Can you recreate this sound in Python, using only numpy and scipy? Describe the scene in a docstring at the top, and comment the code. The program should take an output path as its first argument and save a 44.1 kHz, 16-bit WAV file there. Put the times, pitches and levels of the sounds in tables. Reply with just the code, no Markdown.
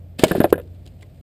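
"""A butane lighter splits, hisses and bursts on a board, close by, at night, over a low distant hum.
At 0.18 s gas starts to jet from the split; it hisses for a third of a second.
At 0.24 s the case bursts with a push, a crack and two after-pulses; the body knocks and rattles to rest.
Small splinters tick among the knocks and afterwards; the last one rings briefly just after 1 s.
Near walls answer each sound, and a faint dull reverberation dies away in the yard."""
import sys
import numpy as np
from scipy import signal
from scipy.fft import rfft, irfft, next_fast_len
from scipy.io import wavfile
from scipy.ndimage import map_coordinates

SR = 44100
rng = np.random.default_rng(int(sys.argv[2]) if len(sys.argv) > 2 else 0)


def log_audio(samples):
    """Write samples as a 16-bit WAV file to the path given in sys.argv[1]."""
    # one column per channel
    frames = np.atleast_2d(samples).T
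    # limit to full scale, then quantise
    limited = np.clip(frames, -1, 1)
    pcm = np.round(limited * 32767).astype(np.int16)
    wavfile.write(sys.argv[1], SR, pcm)


N = 57330


def amp(db):
    """Decibels to amplitude ratio."""
    return 10 ** (np.asarray(db) / 20)


def unit(x):
    """Normalisation to rms 1."""
    return x / np.sqrt(np.mean(x ** 2) + 1e-20)


def clock():
    """The time of each sample in seconds."""
    return np.arange(N) / SR


def since(start_s):
    """Time elapsed after an onset, zero before."""
    return np.maximum(clock() - start_s, 0)


def curve(rows):
    """Linear interpolation of (time_s, value) rows at each sample."""
    return np.interp(clock(), *np.transpose(rows))


def colour(spectrum, hz):
    """Spectral envelope: gain from (frequency_hz, level_db) rows on a log axis."""
    f, db = np.transpose(spectrum)
    return amp(np.interp(np.log(hz + 1), np.log(f + 1), db))


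def filtered(x, response):
    """Linear filtering: the spectrum of x times a frequency response."""
    size = next_fast_len(N + SR // 2)
    return irfft(rfft(x, size) * response(np.fft.rfftfreq(size, 1 / SR)), size)[..., :N]


def noise(response):
    """Filtered white noise of rms 1."""
    return unit(filtered(rng.standard_normal(N), response))


def wobble(rate_hz):
    """Random modulation: a spline through rate_hz knots a second."""
    return map_coordinates(rng.standard_normal(2048), [clock() * rate_hz], mode="wrap")


def strike(t, t60, rise_s):
    """Exponential decay after a quick rise, peak 1."""
    shape = (1 - np.exp(-t / rise_s)) * np.exp(-np.log(1000) * t / t60)
    return shape / (shape.max() + 1e-20)


def thump(t, hz, t60, rise_s):
    """Damped oscillation that swells over the time of contact."""
    shape = (1 - np.exp(-t / rise_s)) * strike(t, t60, rise_s)
    return shape / (shape.max() + 1e-20) * np.sin(2 * np.pi * hz * t)


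# partials of the hum: harmonic_number, level_db
HUM_PARTIALS = [(1, 0), (2, -19), (3, -24)]
# envelope of the hum: time_s, level_db
HUM_ENVELOPE = [(0, -39.5), (.12, -43), (.5, -41), (.8, -40.5), (1.03, -44), (1.14, -54.5), (1.21, -45)]
def distant_hum(pitch_hz=89.14, wander=0.0081):
    """A harmonic series wavers under random frequency and amplitude modulation."""
    phase = 2 * np.pi * np.cumsum(pitch_hz * (1 + wander * wobble(11))) / SR
    tone = sum(amp(db + 1.5 * wobble(8.9)) * np.sin(k * phase) for k, db in HUM_PARTIALS)
    return amp(curve(HUM_ENVELOPE)) * unit(tone)


def electronic_hiss(centre_hz=12070, width_hz=300):
    """Narrow-band noise, heard as a thin high whine."""
    return amp(-77) * noise(lambda f: np.exp(-((f - centre_hz) / width_hz) ** 2))


# spectrum of the night air: frequency_hz, level_db
AIR_SPECTRUM = [(20, -20), (40, -13.5), (62, 3), (90, -8), (135, -1.5), (200, -13), (300, -16.5),
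                (430, -23.5), (620, -19), (760, -29), (950, -38), (1500, -42), (2400, -41), (4500, -48),
                (6000, -54.5), (8000, -51), (10500, -56), (14500, -54)]
def night_air():
    """Steady ambient noise, its power concentrated at low frequencies."""
    return amp(-45) * noise(lambda f: colour(AIR_SPECTRUM, f))


def side_rumble():
    """Decorrelation: faint low noise that makes the two sides differ."""
    spectrum = [(30, 7.5), (100, -11.5), (400, -22), (3000, -35), (12000, -45.5)]
    return amp(-64) * noise(lambda f: colour(spectrum, f))


# reflections from the near walls: delay_s, level_db
WALL_ECHOES = [(.0085, -19), (0.0123, -23.5), (0.03, -27)]
def yard(direct, tail_top_hz=750):
    """Early reflections add delayed copies; convolution with decaying noise adds dull reverberation."""
    echoes = filtered(direct, lambda f: sum(amp(db) * np.exp(-2j * np.pi * f * s) for s, db in WALL_ECHOES))
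    tail = noise(lambda f: 1 / (1 + (f / tail_top_hz) ** 4)) * strike(clock(), t60=0.35, rise_s=0.024)
    passband_gain = np.linalg.norm(tail) * np.sqrt(SR / tail_top_hz)
    return direct + echoes + amp(-22) * signal.fftconvolve(direct, tail / passband_gain)[:N]


# modes of the board: pitch_hz, level_db, t60_s
BOARD_MODES = [(135, -5, .08), (189, -2, .10), (275, -6, .07), (335, -4, .08), (414, 0, .10),
               (505, -4, .07), (642, 0, .075), (717, -6, .06), (830, -11, .05), (960, -16, .04),
               (1310, -16, .04), (1615, -7, .055), (1725, -9, .05), (2920, -23, .04)]
def board(t, scatter_db=2):
    """Modal superposition: each excitation gives the board's modes new random weights."""
    gains = amp(scatter_db * rng.standard_normal(len(BOARD_MODES)))
    return sum(gain * amp(db) * thump(t, hz, t60, rise_s=.0006)
               for gain, (hz, db, t60) in zip(gains, BOARD_MODES))


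# modes of the last splinter: pitch_hz, level_db, t60_s
PING_MODES = [(1050, -10, 0.056), (2035, -0.5, 0.032), (2146, -1.5, 0.032)]
def last_splinter(start_s=1.028):
    """Free vibration: the last piece rings briefly at its natural frequencies."""
    t = since(start_s)
    return amp(-45.5) * sum(amp(db) * thump(t, hz, t60, rise_s=0.00023) for hz, db, t60 in PING_MODES)


# ticks: start_s, level_db, t60_s, resonance_hz, board_ring_db
# The one at 0.2452 s is a sharp echo of the burst's crack; the rest are splinters snapping and landing.
TICKS = [(0.194, -24, 0.0053, 3060, -25), (0.1981, -33, 0.0065, 3420, -22), (0.2452, -20, .018, 3100, -21),
         (0.2817, -29, 0.0092, 3980, -27), (.4382, -30.5, 0.02, 4520, -27),
         (.5030, -43.5, 0.031, 6200, -21), (0.6152, -53, .015, 3030, -12), (0.746, -63.5, 0.034, 2800, -8),
         (0.856, -57, .04, 3945, -4), (0.8632, -44.5, 0.013, 4506, -8), (0.874, -47.5, .03, 3780, -29),
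         (1.009, -55.5, .06, 3000, -11), (1.0228, -49.5, .03, 4000, -3), (1.0280, -47.5, 0.016, 3336, -33)]
# spectrum common to the ticks: frequency_hz, level_db
TICK_SPECTRUM = [(200, -11.5), (1000, -11), (1700, -10), (2400, 5), (4600, -1), (5900, -11.5), (7500, -0.5),
                 (10000, -7), (15000, -12.5)]
def ticks(peak_db=4.5, log_width=.25):
    """Impulse excitation: each tick is brief noise with a broad resonance and a ring of the board."""
    out = np.zeros(N)
    for start_s, db, t60, hz, ring_db in TICKS:
        t = since(start_s)
        resonance = lambda f: amp(peak_db * np.exp(-(np.log((f + 1) / hz) / log_width) ** 2))
        bright_noise = noise(lambda f: colour(TICK_SPECTRUM, f) * resonance(f))
        out += amp(db) * (strike(t, t60, rise_s=0.00045) * bright_noise + amp(ring_db) * board(t))
    return out


# thuds: start_s, level_db, pitch_hz, t60_s, ring_offset_db, rattle_offset_db # The one at 0.1932 s is a puff of
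# gas just before the burst; those at 0.2412 and 0.2475 s are # after-pulses of the burst; the one at 0.528 s is
# the low thud of overload on the loudest knock. # The rest are the lighter's body knocking on the board.
THUDS = [(0.1932, -21.5, 260, 0.043, -2, -20), (.2412, -5, 600, .014, -7, -8),
         (.2475, -12, 621, 0.037, -3.5, -8), (0.258, -17, 190, 0.024, -7.5, -30),
         (.2690, -24, 403, 0.069, -3.5, -0.5), (.3110, -10, 324, 0.019, 10, -16.5),
         (.3150, -9, 172, 0.017, 3.5, 4), (0.3506, -9.5, 605, 0.011, -13, -8),
         (.3530, -17, 183, 0.046, -6.5, -9.5), (0.3546, -13.5, 382, 0.09, -7, -0.5),
         (.3640, -18.5, 427, 0.02, 0, 0), (0.3777, -17.5, 229.2, 0.02, -10, -17.5),
         (.3802, -9, 249.6, 0.022, -13, -16.5), (.4030, 0.5, 271.5, 0.012, -1.5, -5.5),
         (.4135, -18, 570, 0.055, -16.5, 9), (0.429, -18.5, 197.7, .035, -6, -5.5),
         (0.4424, -0.5, 621, 0.0099, -1, -4.5), (.4440, -7.5, 337, 0.043, -10.5, -8),
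         (.4520, -10, 552, .03, -10.5, -1.5), (0.5264, 4.5, 409.8, 0.013, -14, -4),
         (.5280, -23.5, 70, 0.028, -13, -17), (.5400, -23, 1576, 0.013, -1, -1),
         (.5470, -25, 158, 0.075, -1, -7), (0.556, -23.5, 461, 0.016, 1.5, 1),
         (0.579, -21, 552, 0.017, 0.5, -2), (.5880, -35, 550, 0.029, 1.5, 9.5),
         (0.598, -24.5, 481, 0.024, -1.5, 0), (0.863, -46, 300, .03, -9, -9)]
# spectrum of hard plastic chattering at the contact: frequency_hz, level_db
RATTLE_SPECTRUM = [(60, -12), (300, 2.5), (800, 5), (1500, 2), (2200, -6.5), (2900, -5.5), (3600, -15),
                   (5800, -39.5), (8500, -19.5), (10500, -15), (11500, -1.5), (12550, -4), (13150, -15),
                   (14200, -13), (15500, -21)]
def thuds(ring_db=-18, rattle_db=-13.5):
    """Transient response: each thud is a damped thump, the board's ring and a plastic rattle."""
    out = np.zeros(N)
    body = noise(lambda f: colour(RATTLE_SPECTRUM, f))  # shared by every rattle
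    for start_s, db, hz, t60, ring_offset_db, rattle_offset_db in THUDS:
        t = since(start_s)
        variation = amp(-4) * noise(lambda f: colour(RATTLE_SPECTRUM, f))
        chatter = unit(np.roll(body, round(start_s * SR)) + variation)
        rattle = amp(rattle_db + rattle_offset_db) * strike(t, t60=0.023, rise_s=.0007) * chatter
        ring = amp(ring_db + ring_offset_db) * board(t)
        out += amp(db) * (thump(t, hz, t60, rise_s=.0011) + ring + rattle)
    return out


# envelope of the escaping gas: time_s, level_db
JET_ENVELOPE = [(.18, -76.5), (.188, -40.5), (.196, -26), (.206, -33.5), (.23, -32.5), (.27, -39),
                (.305, -34), (.338, -41), (.43, -45), (.475, -57), (.505, -49.5), (.522, -68)]
# spectrum of the escaping gas: frequency_hz, level_db
JET_SPECTRUM = [(100, 1.5), (600, 9.5), (1100, -6), (2000, -3), (3050, -0.5), (3900, -2), (5000, -5),
                (6000, -18), (7300, -9), (9000, -6.5), (10800, -20), (13500, -14), (15000, -20)]
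def gas_jet(sputter_db=2.5):
    """Jet noise: gas sputters out of the split and runs down as the tank empties."""
    level_db = curve(JET_ENVELOPE) + sputter_db * wobble(rate_hz=130)
    return amp(level_db) * noise(lambda f: colour(JET_SPECTRUM, f))


# spectrum of the crack: frequency_hz, level_db
CRACK_SPECTRUM = [(40, -10), (150, -1.5), (600, 3), (1100, 1), (2200, -3), (3600, -4.5), (4900, -3),
                  (5900, -17), (7200, -6.5), (8800, -5.5), (11000, -15), (15500, -8)]
# modes of the tearing case: pitch_hz, level_db, t60_s
CASE_MODES = [(910, 1, 0.016), (1430, -4.5, .04), (2220, 1, 0.045), (2923, -1.5, .045), (3087, -4.5, 0.054),
              (3450, -1, 0.036), (3710, -0.5, 0.029), (4940, -1.5, .025), (8400, -7.5, .03),
              (8570, -9, .04)]
def burst(start_s=.2355, crack_delay_s=.0024):
    """Sudden pressure release: a push shakes the board, then a bright crack rings the plastic case."""
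    t, torn = since(start_s), since(start_s + crack_delay_s)
    shake = board(t) * strike(t, t60=.06, rise_s=0.00016)
    push = amp(3.5) * thump(t, hz=380, t60=.013, rise_s=.0002) + amp(-9) * shake
    puff = amp(-4) * thump(t, hz=147, t60=0.02, rise_s=0.00045)  # the freed gas expanding
    crack = strike(torn, t60=0.017, rise_s=.0004) * noise(lambda f: colour(CRACK_SPECTRUM, f))
    case = sum(amp(db) * thump(torn, hz, t60, rise_s=.0002) * rng.choice([-1, 1])
               for hz, db, t60 in CASE_MODES)
    return amp(-7) * crack + amp(-18.5) * case - push + puff


def microphone(x, notch_hz=12000, width_hz=380, low_cut_hz=45):
    """Transducer response: a narrow dip in the treble and a first-order bass roll-off."""
    notch = lambda f: (notch_hz ** 2 - f * f) / (notch_hz ** 2 - f * f + 1j * f * width_hz)
    return filtered(x, lambda f: notch(f) ** 2 * 1j * f / (low_cut_hz + 1j * f))


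def scene():
    """Mid-side superposition: all is heard in the centre except a faint rumble."""
    lighter = burst() + gas_jet() + thuds() + ticks() + last_splinter()
    mid = microphone(yard(lighter)) + distant_hum() + electronic_hiss() + night_air()
    side = side_rumble()
    return np.array([mid + side, mid - side])


def record(dry, end_s=1.214, top_hz=15250):
    """Overload and band limiting: the loudest peaks clip, and a steep low-pass follows."""
    fade_out = np.clip((end_s - clock()) / .003, 0, 1)
    clipped = np.clip(dry, -1, 1)
    return filtered(clipped * fade_out, lambda f: 1 / np.sqrt(1 + (f / top_hz) ** 120))


dry = scene()
out = record(dry)
log_audio(out)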